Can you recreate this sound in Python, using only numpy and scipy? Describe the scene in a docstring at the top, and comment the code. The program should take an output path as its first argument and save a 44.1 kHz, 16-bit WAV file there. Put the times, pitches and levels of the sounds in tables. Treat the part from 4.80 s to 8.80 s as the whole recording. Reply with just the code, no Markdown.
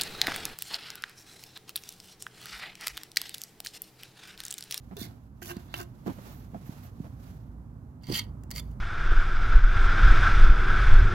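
"""Outdoors at a brick wall, a steel pointing trowel works the joints, close to a hand-held camera.
Three short strokes cut through damp mortar, then two harder ones drag over brick and set the blade ringing.
Sand grains breaking under the edge make the hiss and shake the steel; bigger grains catch the tip and tick.
Soft handling bumps and faint cloth rubbing come in between, over a low rumble and a distant machine's hum."""
import sys
import numpy as np
from scipy import signal
from scipy.fft import rfft, irfft
from scipy.io import wavfile
from scipy.ndimage import map_coordinates

SR = 44100
rng = np.random.default_rng(int(sys.argv[2]) if len(sys.argv) > 2 else 0)


def pcm_store(signal):
    """Save signal as 16-bit PCM."""
    levels = np.round(np.clip(np.atleast_2d(signal), -1, 1) * 32767)
    wavfile.write(sys.argv[1], SR, levels.astype(np.int16).T)


N = 176400
TIME = np.arange(N) / SR
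FREQS = np.fft.rfftfreq(N, 1 / SR)
# How much later the left microphone hears each sound
MORTAR_LAG_MS, BRICK_LAG_MS, HANDLING_LAG_MS, OUTDOOR_LAG_MS = 0.471, 0.026, .33, 0.22


def amp(db):
    """Turns decibels into a gain."""
    return 10 ** (np.asarray(db) / 20)


def unit(x):
    """Scales a signal to an average power of 1."""
    return x / np.sqrt(np.mean(x ** 2) + 1e-20)


def read(points, hz):
    """Looks up a table by frequency, on a log scale."""
    f, value = np.transpose(points)
    return np.interp(np.log(hz + 1), np.log(f + 1), value)


def level(curve, column=1):
    """One dB column of a curve as a gain over time, silent outside it."""
    rows = np.array(curve)
    return amp(np.interp(TIME, rows[:, 0], rows[:, column], left=-150, right=-150))


def colour(x, tone):
    """Shapes the lows and highs, keeping the power of white noise."""
    return irfft(rfft(x) * unit(amp(read(tone, FREQS))), N)


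def wander(hz):
    """A smooth random wobble, up to about the given rate."""
    return unit(irfft(rfft(rng.standard_normal(N)) / (1 + (FREQS / hz) ** 4), N))


def solo(x):
    """Pairs a signal with silence, so stereo() sends one version to both sides."""
    return np.array([x, np.zeros(N)])


# How alike left and right are (frequency [Hz], likeness [0 to 1])
CLOSE_LIKENESS = [(30, 0.46), (250, 0.58), (600, 0.45), (1500, 0.61), (3000, 0.24), (16000, 0.2)]  # nearby sounds
ALL_ROUND_LIKENESS = [(30, 0.91), (180, 0.99), (400, 0.71), (1400, 0.47), (2500, 0.06), (16000, 0.05)]  # sounds from all round
BRICK_LIKENESS = [(300, 0.44), (4600, 0.543), (6000, 0.19)]  # steel on brick
# Which side is louder (frequency [Hz], left minus right [dB])
MAIN_BALANCE = [(30, -3), (300, -4.5), (1200, -5), (3000, -5), (5000, -6.5), (7000, -8.5), (9000, 2),
                (12500, -11), (16000, -7.5)]
BRICK_BALANCE = [(300, -4), (2000, -2), (3200, -6), (4600, -5), (7000, -3.5), (8500, 2.5), (12000, -2),
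                 (16000, -0.5)]
def stereo(pair, lag_ms, likeness=CLOSE_LIKENESS, balance=MAIN_BALANCE):
    """Spreads two unrelated versions of a sound over the two microphones."""
    a, b = rfft(pair)
    same = np.clip(read(likeness, FREQS), 0, 1)
    mid, side = a * np.sqrt((1 + same) / 2), b * np.sqrt((1 - same) / 2)
    lean = amp(read(balance, FREQS) / 2)
    delay = np.exp(-2j * np.pi * FREQS * lag_ms / 1000)
    return irfft(np.array([(mid + side) * lean * delay, (mid - side) / lean]), N)


def ring(pair, notes):
    """Shakes an object so its own notes ring; a fade time is how long one takes to drop 60 dB."""
    t = np.arange(SR // 4) / SR
    body = 0
    for k, (hz, db, fade_s) in enumerate(notes):
        note = amp(-60 * t / max(fade_s, .003)) * np.sin(2 * np.pi * hz * t)
        body += (-1) ** k * amp(db) * unit(note)
    return signal.fftconvolve(pair, body[None] / np.linalg.norm(body), axes=1)[:, :N]


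def grit(grains_per_s=5000, spread_db=3.5, slip_db=2, slip_hz=166):
    """Sand grains of uneven size break in clumps as the edge sticks and slips."""
    size = amp(spread_db * np.minimum(rng.exponential(1, N), 4))
    breaks = rng.random(N) < grains_per_s / SR
    clicks = rng.choice([-1., 1.], (2, N)) * size * breaks
    return unit(clicks * amp(slip_db * wander(slip_hz)))


# Tone of the rumble (frequency [Hz], relative level [dB])
RUMBLE_TONE = [(20, -47), (30, -34.5), (43, -9), (60, -6), (116, -1), (190, -10.5), (240, -8.5), (330, -21),
               (480, -28), (1060, -31.5), (1500, -38), (2100, -49), (3200, -58), (12400, -58),
               (16000, -64.5)]
# How loud the rumble and the machine are (time [s], level [dB])
RUMBLE_LEVELS = [(0, -50.5), (.3, -44), (.42, -50), (.7, -48), (1.2, -46), (2.6, -45), (3.2, -46.5),
                 (3.45, -41.5), (3.6, -43.5), (4, -42)]
MACHINE_LEVELS = [(0, -55.5), (1.4, -60), (2.4, -52), (2.8, -45.5), (3.3, -60), (3.5, -40), (3.6, -50),
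                  (3.75, -41), (4, -43)]
def outdoors(hum_hz=57.7, waver_hz=2.355, throb_db=2, fade_s=0.011):
    """Low rumble and the wavering hum of a distant machine."""
    rumble = unit(colour(rng.standard_normal((2, N)), RUMBLE_TONE)) * level(RUMBLE_LEVELS)
    pitch = hum_hz + waver_hz * wander(4.27)
    hum = unit(np.sin(2 * np.pi * np.cumsum(pitch) / SR) * amp(throb_db * wander(8.7)))
    end_fades = np.minimum(np.minimum(TIME, TIME[::-1]) / fade_s, 1)
    hum *= level(MACHINE_LEVELS) * end_fades
    return stereo(rumble + solo(hum), OUTDOOR_LAG_MS, ALL_ROUND_LIKENESS)


# How long the echo lasts (frequency [Hz], fade time [s])
ECHO_FADES = [(200, 0.31), (2000, 0.21), (5000, 0.14), (14000, 0.11)]
def wall_echo(x):
    """Sound scatters briefly off the brickwork and the ground."""
    bounces = rng.choice([-1., 1.], (2, SR // 2)) * (rng.random((2, SR // 2)) < .06)
    bounces *= TIME[:SR // 2] > .004
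    hz, t, spectrum = signal.stft(bounces, SR, nperseg=256)
    fade = amp(-60 * t / read(ECHO_FADES, hz)[:, None])
    tail = signal.istft(spectrum * fade, SR, nperseg=256)[1]
    return signal.fftconvolve(x, tail / np.linalg.norm(tail[0]), axes=1)[:, :N]


# Tone of sliding cloth (frequency [Hz], relative level [dB])
CLOTH_TONE = [(300, 6.5), (700, 11.5), (1500, 6), (2500, 0.5), (4500, -2), (7000, -4.5), (8500, -7.5),
              (12500, -3), (16000, -8)]
# How loud the rubbing is (time [s], level [dB])
CLOTH_LEVELS = [(0, -70.5), (.3, -62.5), (.52, -79), (.75, -58), (1.05, -67.5), (1.11, -69.5), (1.25, -67),
                (1.27, -50.5), (1.35, -58), (1.43, -58), (1.46, -51.5), (1.58, -59), (1.69, -68),
                (1.82, -61), (1.88, -56.5), (2.01, -58.5), (2.05, -56), (2.13, -69), (2.25, -61.5),
                (2.36, -70.5), (2.41, -62), (2.48, -57.5), (2.6, -68.5), (2.78, -82), (3.2, -82)]
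# Quick sleeve moves (time [s], spread in time [s], centre frequency [Hz], level [dB])
SLEEVE_SWISHES = [(1.52, 0.055, 15200, -67), (1.58, 0.043, 12400, -69), (1.87, 0.015, 12500, -63),
                  (2.05, 0.014, 13400, -61)]
def rubbing(flutter_db=1.25, half_width_hz=760):
    """Sleeve and glove slide with a soft, uneven hiss; quick moves add thin, high swishes."""
    noise = rng.standard_normal((2, N)) * amp(flutter_db * wander(42))
    hiss = colour(noise, CLOTH_TONE) * level(CLOTH_LEVELS)
    for peak_s, spread_s, hz, db in SLEEVE_SWISHES:
        band = 1 / (1 + ((FREQS - hz) / half_width_hz) ** 2)
        swish = unit(irfft(rfft(rng.standard_normal((2, N))) * band, N))
        hiss += amp(db) * swish * np.exp(-((TIME - peak_s) / spread_s) ** 2 / 2)
    return stereo(hiss, HANDLING_LAG_MS, ALL_ROUND_LIKENESS)


# Single soft knocks (time [s], level [dB], final pitch [Hz], decay [s])
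SOFT_KNOCKS = [(.214, -25, 187, 0.0037), (.766, -26, 178, 0.0046), (1.892, -24, 139, 0.0039),
               (2.2009, -23, 149, 0.0043), (3.299, -20, 255, 0.0033), (3.313, -24.5, 276, 0.0035),
               (3.322, -30.5, 279, 0.0025)]
def thuds(rise_s=0.0033, extra_pitch=1.32, drop_s=0.0023):
    """Each knock starts high and drops in pitch as the contact softens."""
    sound = np.zeros(N)
    for start, db, hz, decay_s in SOFT_KNOCKS:
        t = np.maximum(TIME - start, 0)
        cycles = hz * (t + extra_pitch * drop_s * (1 - np.exp(-t / drop_s)))
        shape = np.minimum(t / rise_s, 1) * np.exp(-(t / decay_s / 2) ** 2)
        sound += amp(db) * shape * np.sin(2 * np.pi * cycles)
    return stereo(solo(sound), HANDLING_LAG_MS)


# Finger moves (time [s], length [s], thump level [dB], pitch [Hz], scuff level [dB])
FINGER_BUMPS = [(0.111, 0.034, -50, 187, -45.5), (0.166, 0.024, -42, 354, -49.5),
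                (1.262, 0.022, -34, 224.6, -34), (1.277, 0.0504, -32.5, 278.2, -36.5),
                (1.381, 0.011, -73, 200, -44), (1.459, .025, -59, 208, -49.5),
                (1.735, 0.056, -35.5, 180.7, -46.5), (1.745, 0.0092, -35, 687, -58.5),
                (2.237, 0.046, -41, 192, -48.5), (3.287, 0.075, -31, 103.3, -40.5)]
# Tone of a scuff (frequency [Hz], relative level [dB])
SCUFF_TONE = [(60, -18), (200, 12.5), (330, 3), (480, -4), (700, -2.5), (1150, -8.5), (1800, -17),
              (4000, -31.5), (16000, -49)]
def finger_bumps(rise_s=0.0009, fall_s=0.0085, sag=0.27, roughness=0.224):
    """Fingers shift on the camera: a short thump of sagging pitch with a scuff on top."""
    thump, scuff = np.zeros((2, N))
    uneven, jitter = amp(2.5 * wander(100)), wander(120)
    for start, length, thump_db, hz, scuff_db in FINGER_BUMPS:
        t = np.maximum(TIME - start, 0)
        shape = np.minimum(t / rise_s, 1) * np.exp(-np.maximum(t - length * 0.67, 0) / fall_s)
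        progress = np.minimum(t / length / 1.39, 1)
        pitch = hz * (1 + sag * (1 - 2 * progress)) * (1 + roughness * jitter)
        thump += amp(thump_db) * shape * uneven * np.sin(2 * np.pi * np.cumsum(pitch * (t > 0)) / SR)
        scuff += amp(scuff_db) * shape
    return stereo(colour(grit() * scuff, SCUFF_TONE) + solo(thump), HANDLING_LAG_MS)


def waver(pair, depth, rate_hz):
    """Lets the pitch drift by playing a sound slightly faster and slower."""
    offset = signal.lfilter([1], [1, -np.exp(-rate_hz / SR)], depth * wander(rate_hz))
    return np.array([map_coordinates(x, [np.arange(N) + offset], order=5) for x in pair])


def steel_plate(pair, fade_s=0.012, steel_db=-1.5):
    """Part of the hiss passes through the blade, whose many close notes shift as the contact moves."""
    t = TIME[:SR // 16]
    response = unit(rng.standard_normal(len(t)) * amp(-60 * t / fade_s)) / np.sqrt(len(t))
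    through = signal.fftconvolve(pair, response[None], axes=1)[:, :N]
    through = waver(through, depth=0.018, rate_hz=9)
    return (pair + amp(steel_db) * through) / np.hypot(1, amp(steel_db))


# Pings of the tip (time [s], pitch [Hz], level [dB])
TIP_PINGS = [(0.619, 1930, -46), (.942, 3020, -35.5), (3.796, 3485, -39.5)]
def clinks(fade_s=0.052):
    """The tip rings one short note as it meets or leaves an edge."""
    pings = np.zeros(N)
    for start, hz, db in TIP_PINGS:
        t = np.maximum(TIME - start, 0)
        pings += amp(db - 60 * t / fade_s) * np.sin(2 * np.pi * hz * t)
    return stereo(solo(pings), BRICK_LAG_MS, BRICK_LIKENESS, BRICK_BALANCE)


# Snags on grit (time [s], relative tick level [dB], relative ring level [dB], relative knock level [dB])
SNAGS = [(.168, -44.5, -59, -49), (.619, -62, -77, -69), (.697, -57, -70, -42), (.706, -48, -70, -42),
         (.7145, -52, -68, -41), (0.767, -52, -51, -58), (.9408, -42.5, -46.5, -29), (0.946, -60, -58, -38),
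         (1.0135, -43, -50, -62), (1.029, -50, -80, -54), (3.235, -59, -56.5, -57),
         (3.269, -52.5, -52, -62), (3.283, -59, -60, -71.5), (3.352, -44.5, -33, -51.5),
         (3.3923, -35.5, -28.5, -48.5), (3.636, -52.5, -85, -66), (3.706, -42, -58, -75),
         (3.7125, -33.5, -40, -74), (3.7605, -39, -37, -54), (3.78, -43, -36, -52), (3.796, -40, -46, -56)]
# Tone of a tick (frequency [Hz], relative level [dB])
TICK_TONE = [(300, -17), (2000, 4.5), (4000, -9), (7000, 8), (9000, 0.5), (12500, 1), (16000, 5)]
# Notes of the struck blade (pitch [Hz], relative level [dB], fade time [s])
KNOCK_NOTES = [(770, -2.5, 0.0098), (1380, -2, 0.0046), (2080, -6.5, 0.0028), (2763, 0.5, 0.054),
               (3074, -12, 0.022), (3860, -9.5, 0.0067)]
FREE_BLADE_NOTES = [(974, -16, 0.17), (1252, -18.5, 0.083), (1910, -10, 0.12), (2121, -2, 0.035),
                    (2275, -9.5, 0.0577), (3130, -12, 0.07), (3238, -19, 0.083), (3360, -18, .08),
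                    (3670, -12.5, 0.1), (4280, -2, 0.051), (4374, -4.5, 0.011), (4600, 3, 0.032),
                    (4830, 2, 0.016), (5870, -6.5, 0.035), (7240, -13, 0.022), (8380, -10.5, 0.0495)]  # the brick strokes ring these too
def tip_snags(blow_db=24, tick_s=0.0019):
    """The tip snags a large grain: a crack, and one blow into the blade."""
    crack, steel, knock = np.zeros((3, N))
    for start, tick_db, ring_db, knock_db in SNAGS:
        crack += 2 * amp(tick_db) * (TIME >= start) * np.exp(-abs(TIME - start) / tick_s)
        steel[round(start * SR)] = amp(ring_db + blow_db)
        knock[round(start * SR)] = amp(knock_db + blow_db)
    bright = colour(crack * rng.standard_normal((2, N)), TICK_TONE) + ring(solo(steel), FREE_BLADE_NOTES)
    dull = ring(solo(knock), KNOCK_NOTES)
    return stereo(bright, BRICK_LAG_MS, BRICK_LIKENESS, BRICK_BALANCE) + stereo(dull, MORTAR_LAG_MS)


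# One curve per mortar stroke (time [s], hiss level [dB], ring level [dB], judder level [dB])
MORTAR_LEVELS = [
    [(.163, -78, -81, -68), (.169, -50, -45.5, -60), (.18, -52, -56, -47), (.212, -46, -43.5, -57),
     (.252, -47, -55.5, -53), (.268, -61, -62, -62), (.36, -92, -90, -74)],
    [(.612, -79, -78, -97), (.62, -47, -81, -40), (.636, -46, -69, -60), (.68, -44.5, -60, -48),
     (.712, -45, -57, -38), (.732, -58, -67, -72), (.76, -77, -62.5, -52.5), (.88, -90, -88, -81)],
    [(.88, -82, -69, -61), (.937, -65, -61, -63), (.943, -49, -61, -41), (.954, -51, -51, -56),
     (.975, -48, -59, -44.5), (1.008, -48, -52, -37), (1.018, -52, -65, -46), (1.032, -52, -68, -65),
     (1.042, -70, -69, -77), (1.09, -86, -92, -78)],
]
# Tone of sand in mortar (frequency [Hz], relative level [dB])
MORTAR_TONE = [(200, 1), (1000, -4), (2400, 0.5), (3500, -5.5), (5000, 1.5), (7300, 0), (8100, -4.5),
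               (9500, -0.5), (12500, 2), (16000, -4.5)]
# Notes of the blade in mortar (pitch [Hz], relative level [dB], fade time [s])
MUFFLED_NOTES = [(1590, -17.5, .025), (2137, -2, 0.03), (2880, -18, .03), (3533, 0.5, 0.029),
                 (3990, 1.5, 0.0081), (4600, 1, 0.0056), (6230, -16, 0.026)]
JUDDER_NOTES = [(347.6, 7, 0.18), (695, 3, 0.074), (1086, 1, 0.01), (1485, 0, 0.027), (1587, -0.5, 0.048),
                (1800, -6.5, 0.072), (2760, -6, 0.019), (2910, -7.5, 0.13)]
def mortar_strokes():
    """Off to the right, damp mortar hisses, muffles the blade and makes it judder."""
    sand, steel, judder = (sum(level(stroke, k) for stroke in MORTAR_LEVELS) for k in (1, 2, 3))
    hiss = colour(grit() * sand, MORTAR_TONE)
    ringing = ring(grit() * steel, MUFFLED_NOTES)
    sound = steel_plate(hiss + ringing) + ring(grit() * judder, JUDDER_NOTES)
    return stereo(sound, MORTAR_LAG_MS)


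# One curve per brick stroke (time [s], hiss level [dB], ring level [dB], rasp level [dB])
BRICK_LEVELS = [
    [(3.21, -83, -88, -77), (3.236, -65, -57, -69), (3.262, -65, -66, -61.5), (3.3, -47, -46, -53.5),
     (3.33, -40, -42.5, -45), (3.345, -38, -32, -31), (3.372, -36.5, -45, -39), (3.385, -35, -28, -33.5),
     (3.397, -40, -40, -38.5), (3.403, -50.5, -58, -45.5), (3.5, -87.5, -78, -87)],
    [(3.702, -92, -84, -87), (3.708, -62, -56, -60), (3.717, -46, -42, -56), (3.724, -60, -70.5, -69.5),
     (3.742, -57, -55, -68), (3.754, -44, -44, -62), (3.775, -40, -43.5, -55), (3.802, -44.5, -54, -67),
     (3.812, -69, -68, -82), (3.94, -69.5, -85, -95)],
]
# Tone of sand on brick (frequency [Hz], relative level [dB])
BRICK_TONE = [(200, 4), (1500, 1), (3000, 1.5), (5000, -3.5), (6800, 4.5), (7700, -3.5), (8400, -1.5),
              (10000, 4), (12500, 7), (16000, 1.5)]
# Notes of the pressed blade (pitch [Hz], relative level [dB], fade time [s])
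RASP_NOTES = [(1914, -5.5, 0.0845), (2540, -12, 0.011), (2877, -3.5, 0.037), (3080, -2.5, 0.041),
              (3233, 0.5, 0.031), (3450, -6.5, 0.021), (4350, 0, 0.0051)]
def brick_strokes(skip_db=3, skip_hz=130):
    """Straight ahead, the blade rings as it skips over hard brick, and rasps when pressed."""
    sand, steel, rasp = (sum(level(stroke, k) for stroke in BRICK_LEVELS) for k in (1, 2, 3))
    skips = unit(amp(skip_db * np.clip(wander(skip_hz), -2, 2)))
    ringing = ring(grit() * steel * skips, FREE_BLADE_NOTES) + ring(grit() * rasp, RASP_NOTES)
    ringing = waver(ringing, depth=0.0078, rate_hz=21)  # the blade bends under the hand
    hiss = steel_plate(colour(grit() * sand * np.sqrt(skips), BRICK_TONE))
    return stereo(hiss + ringing, BRICK_LAG_MS, BRICK_LIKENESS, BRICK_BALANCE)


def scene(echo_db=-17.5):
    """The trowel with its faint echo, the handling and the background."""
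    trowel = mortar_strokes() + brick_strokes() + tip_snags() + clinks()
    return trowel + amp(echo_db) * wall_echo(trowel) + finger_bumps() + thuds() + rubbing() + outdoors()


def record(dry):
    """Cuts the very highest treble, above 16100 Hz."""
    low_pass = signal.firwin(511, 16100, window=("kaiser", 9), fs=SR)
    return signal.oaconvolve(dry, low_pass[None], "same")


dry = scene()
out = record(dry)
pcm_store(out)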